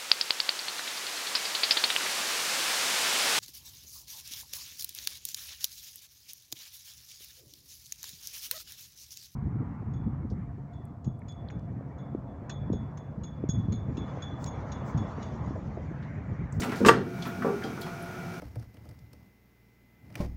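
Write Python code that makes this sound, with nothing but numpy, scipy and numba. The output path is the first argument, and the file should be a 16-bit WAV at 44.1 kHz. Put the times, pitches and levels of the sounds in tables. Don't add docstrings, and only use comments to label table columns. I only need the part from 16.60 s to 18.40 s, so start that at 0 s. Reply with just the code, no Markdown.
import sys
import numpy as np
from scipy import signal
from scipy.fft import rfft, irfft
from scipy.io import wavfile
from numba import njit

SR = 44100
rng = np.random.default_rng(int(sys.argv[2]) if len(sys.argv) > 2 else 0)


def bounce(signal):
    frames = np.transpose(np.atleast_2d(signal))
    limited = np.clip(frames, -1, 1)
    pcm = np.round(limited * 32767).astype(np.int16)
    wavfile.write(sys.argv[1], SR, pcm)


N = 79380

# (frequency [Hz], rms level [dB], width [Hz])
MOTOR_LINES = [(131, -59, 20.7), (174.1, -45, 10.6), (239.4, -53, 16.6), (359.3, -50.5, 11.7),
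               (441, -60.5, 11.8), (684, -50.5, 1.54), (764, -60.5, 11), (1316, -56.5, 8.3),
               (1426, -50.5, 24), (2290, -60, 40), (2390, -63.5, 47)]
# (frequency [Hz], relative density [dB])
DRIVE_SPECTRUM = [(25, 4.5), (65, -10.5), (95, -0.5), (180, 1.5), (290, -8.5), (370, -8.5), (540, -12.5),
                  (720, -10), (1100, -16.5), (1450, -12.5), (1750, -19), (2350, -19.5), (2800, -25.5),
                  (4500, -29.5), (6000, -27.5), (7300, -35.5), (11000, -37.5), (15500, -36.5)]
DRIVE_DB, LINE_FLUTTER = -39.5, 0.38

# (time [s], level [dB], centre [Hz], width [oct], t60 [s])
TICKS = [(.001, -38, 6020, 0.47, 0.089), (0.019, -33.5, 2230, 0.59, 0.074), (0.031, -29, 1070, 0.71, 0.095),
         (0.035, -49, 8000, 1.4, 0.21), (0.092, -39.5, 1770, 0.63, .09), (0.117, -34.5, 1320, 0.55, 0.18),
         (0.157, -47.5, 3020, 1.05, 0.34), (0.621, -43, 3760, 0.46, 0.12), (0.653, -37.5, 1110, 0.6, 0.21),
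         (0.67, -51, 14000, 0.2, 0.12), (.821, -32.5, 1360, 0.27, 0.086), (.852, -48, 1110, 0.82, 0.18),
         (1.02, -42, 1690, 0.25, 0.18), (1.035, -48.5, 3500, 0.6, 0.19), (1.21, -45, 12500, 0.85, .08),
         (1.215, -44, 4060, 0.42, 0.1), (1.262, -41, 970, 0.58, 0.22), (1.423, -51, 10400, 0.18, 0.053),
         (1.738, -52, 3500, 0.91, .05)]
TICK_RISE_S, TICK_ROOM_DB, GRAIN = 0.002, -6, 0.39

# (time [s], level [dB], t60 [s], roll-off corner [Hz])
BUMPS = [(.004, -30, 0.14, 300), (0.053, -30.5, 0.43, 950), (0.201, -23.5, 0.051, 460),
         (.212, -23, 0.33, 400), (.258, -17.5, 0.45, 700), (.309, -16, 0.27, 700),
         (0.329, -19.5, 0.085, 597), (.362, -20, 0.12, 660), (0.659, -31.5, 0.34, 204),
         (0.786, -35.5, 0.37, 280), (0.843, -24, 0.26, 1220), (0.863, -27.5, 0.059, 1170),
         (0.88, -32.5, 0.2, 1180), (0.927, -38, 0.16, 395), (1.042, -33.5, 0.35, 920),
         (1.172, -36, 0.12, 1240)]
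# (frequency [Hz], relative density [dB])
THUD_SPECTRUM = [(30, -45), (60, -29), (90, -7), (170, -4), (240, 6), (300, -5.5), (460, -1.5), (550, -12),
                 (780, -7), (1000, -15), (1600, -14), (2600, -38)]
BUMP_RISE_S, BUMP_RING_DB, BUMP_RING_CORNER_HZ, BUMP_ROOM_DB = 0.00418, 9, 586, -4.5
# (frequency [Hz], relative level [dB], t60 [s])
MODES = [(128, -29, 0.54), (191, -18, 0.05), (243, -23, 0.06), (312, -18, 0.26), (360.25, -13, 0.18),
         (402.3, -12, 0.13), (454, -7.5, .11), (925, -8.5, 0.054), (1070, -15, 0.24), (1162, -5.5, 0.086),
         (1577, -20, 0.027), (1768, -12.5, 0.078), (1860, -24, 0.14), (2680, -15.5, 0.051),
         (3220, -22.5, 0.028), (3430, -35, 0.045), (4710, -31.5, 0.055), (4970, -33.5, 0.034),
         (6150, -51, 0.17), (6880, -37.5, 0.037), (8300, -45, 0.11), (8820, -41, 0.056),
         (11500, -56.5, 0.18), (13460, -57, 0.14)]

# (time [s], ring gain [dB], crack gain [dB], ring tilt [dB/oct])
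TOUCHES = [(0.2482, -15, -12, 0.5), (0.2631, -15.5, -30, 0.5)]
# (ring gain [dB], crack gain [dB], ring tilt [dB/oct])
REBOUNDS = [(-1, 0, 5.5), (-1, 3, 5), (-1, 1, -5)]
BLOW_AT_S, REBOUND_GAP_S, CONTACT_RISE_S = 0.2843, 0.00436, 0.0015
TILT_PIVOT_HZ, RING_ROOM_DB = 1150, -13
# (frequency [Hz], relative density [dB])
CRACK_SPECTRUM = [(40, -37), (70, -38), (110, -1), (450, 1.5), (650, -4.5), (1600, 5), (2200, -4.5),
                  (3200, -13.5), (3800, -13.5), (5000, -16.5), (8600, -28), (10000, -29.5), (15500, -40)]
CRACK_DB, CRACK_T60_S, CRACK_ROOM_DB = -11, 0.086, -5

# (time [s], hold [s], level [dB])
SCRAPES = [(0.2597, 0.021, -23)]
# (frequency [Hz], relative density [dB])
SCRAPE_SPECTRUM = [(500, 5), (1500, 3.5), (3000, -0.5), (5500, -5), (7500, -4.5), (10000, -14),
                   (13000, -16), (15500, -19)]
SCRAPE_T60_S, SCRAPE_ROOM_DB = 0.079, -5

# (time [s], frequency [Hz], level [dB], t60 [s])
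PINGS = [(.623, 3390, -39.5, 0.066), (1.038, 3236, -39, .04), (1.038, 4900, -46, 0.093),
         (1.216, 4340, -51, 0.068), (1.232, 3300, -44.5, 0.05)]

# (frequency [Hz], t60 [s])
ROOM_DECAY = [(120, 0.7), (400, 0.35), (1200, 0.26), (4000, 0.29), (12000, 0.15)]
ROOM_RISE_S = 0.007
DUCK_ABOVE_DB, DUCK_ATTACK_S, DUCK_RELEASE_S, DUCK_SLOPE = -19.5, 0.022, 0.15, 0.83
LOW_CUT_HZ, HIGH_CUT_HZ = 59.5, 15750


def undb(db):
    return 10 ** (np.asarray(db) / 20)


def unit_rms(x):
    return x / np.sqrt(np.mean(x ** 2))


def along(hz, points):
    p = np.array(points)
    return np.interp(np.log(hz), np.log(p[:, 0]), p[:, 1])


def rolloff(x, corner):
    return 1 / np.hypot(1, (x / corner) ** 2)


def noise(gain, grain=0.):
    source = rng.standard_normal(N) * np.exp(grain * rng.standard_normal(N))
    hz = np.maximum(np.fft.rfftfreq(N, 1 / SR), 1)
    return unit_rms(irfft(rfft(source) * gain(hz), N))


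def coloured(spectrum, grain=0.):
    return noise(lambda hz: undb(along(hz, spectrum)), grain)


def envelope(start_s, rise_s, t60_s, hold_s=0.):
    t = np.arange(N) / SR - start_s
    decay = np.exp(-np.log(1000) * np.maximum(t - rise_s - hold_s, 0) / t60_s)
    return np.clip(t / rise_s, 0, 1) * decay


def wheel():
    t = np.arange(N) / SR
    drift = lambda rate_hz: noise(lambda hz: 1 / (1 + (hz / rate_hz) ** 2))
    out = undb(DRIVE_DB) * coloured(DRIVE_SPECTRUM)
    for hz, db, width_hz in MOTOR_LINES:
        wander_cycles = np.cumsum(drift(width_hz)) * width_hz / 2 / SR
        line = np.sin(2 * np.pi * (hz * t + wander_cycles + rng.random()))
        flutter = 1 + LINE_FLUTTER * drift(2 * width_hz)
        out += undb(db) * unit_rms(line * flutter)
    return out


def ticks():
    out = np.zeros(N)
    for start_s, db, centre_hz, width_oct, t60_s in TICKS:
        grains = noise(lambda hz: rolloff(np.log2(hz / centre_hz), width_oct), GRAIN)
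        out += undb(db) * grains * envelope(start_s, TICK_RISE_S, t60_s)
    return out


def bumps():
    out = np.zeros(N)
    for start_s, db, t60_s, corner_hz in BUMPS:
        thud = noise(lambda hz: undb(along(hz, THUD_SPECTRUM)) * rolloff(hz, corner_hz))
        out += undb(db) * thud * envelope(start_s, BUMP_RISE_S, t60_s)
        softness = lambda hz: rolloff(hz, corner_hz) * rolloff(hz, BUMP_RING_CORNER_HZ)
        out += ring(start_s + BUMP_RISE_S, lambda hz: undb(db + BUMP_RING_DB) * softness(hz))
    return out


def ring(start_s, gain):
    t, out = np.arange(N) / SR - start_s, np.zeros(N)
    for hz, db, t60_s in MODES:
        amplitude = undb(db) * gain(hz)
        if amplitude > 1e-3:
            out += amplitude * np.sin(2 * np.pi * hz * t) * envelope(start_s, CONTACT_RISE_S, t60_s)
    return out


def knock():
    rings, cracks = np.zeros(N), np.zeros(N)
    blow = [(BLOW_AT_S + k * REBOUND_GAP_S, *row) for k, row in enumerate(REBOUNDS)]
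    for start_s, ring_db, crack_db, tilt_db_oct in TOUCHES + blow:
        rings += ring(start_s, lambda hz: undb(ring_db + tilt_db_oct * np.log2(hz / TILT_PIVOT_HZ)))
        burst = coloured(CRACK_SPECTRUM) * envelope(start_s, CONTACT_RISE_S, CRACK_T60_S)
        cracks += undb(CRACK_DB + crack_db) * burst
    return room(rings, RING_ROOM_DB) + room(cracks, CRACK_ROOM_DB)


def scrape():
    out = np.zeros(N)
    for start_s, hold_s, db in SCRAPES:
        friction = coloured(SCRAPE_SPECTRUM, GRAIN)
        out += undb(db) * friction * envelope(start_s, CONTACT_RISE_S, SCRAPE_T60_S, hold_s)
    return out


def pings():
    t, out = np.arange(N) / SR, np.zeros(N)
    for start_s, hz, db, t60_s in PINGS:
        out += undb(db) * np.sin(2 * np.pi * hz * (t - start_s)) * envelope(start_s, TICK_RISE_S, t60_s)
    return out


def room(x, wet_db):
    spectrum, hz = rfft(rng.standard_normal(N)), np.fft.rfftfreq(N, 1 / SR)
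    centres_hz, tail = np.geomspace(60, 15000, 9), np.zeros(N)
    for centre_hz, weights in zip(centres_hz, np.eye(len(centres_hz))):
        band = irfft(spectrum * np.interp(hz, centres_hz, weights), N)
        tail += band * envelope(0, ROOM_RISE_S, along(centre_hz, ROOM_DECAY))
    return x + undb(wet_db) * signal.fftconvolve(x, tail / np.linalg.norm(tail))[:N]


def scene():
    out = wheel()
    out += room(ticks() + pings(), TICK_ROOM_DB) + room(bumps(), BUMP_ROOM_DB)
    out += knock() + room(scrape(), SCRAPE_ROOM_DB)
    return out[None]


@njit
def follow(x, attack, release):
    out, level = np.empty(len(x)), 0.
    for i in range(len(x)):
        level += (x[i] - level) * (attack if x[i] > level else release)
        out[i] = level
    return out


def record(dry):
    x = signal.sosfilt(signal.butter(3, LOW_CUT_HZ, "high", fs=SR, output="sos"), dry[0])
    level = follow(np.abs(x), 1 / (DUCK_ATTACK_S * SR), 1 / (DUCK_RELEASE_S * SR))
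    reduction = np.maximum(level / undb(DUCK_ABOVE_DB), 1) ** DUCK_SLOPE
    x = np.clip(x / reduction, -1, 1)
    return signal.sosfilt(signal.ellip(10, .1, 70, HIGH_CUT_HZ, fs=SR, output="sos"), x)[None]


dry = scene()
out = record(dry)
bounce(out)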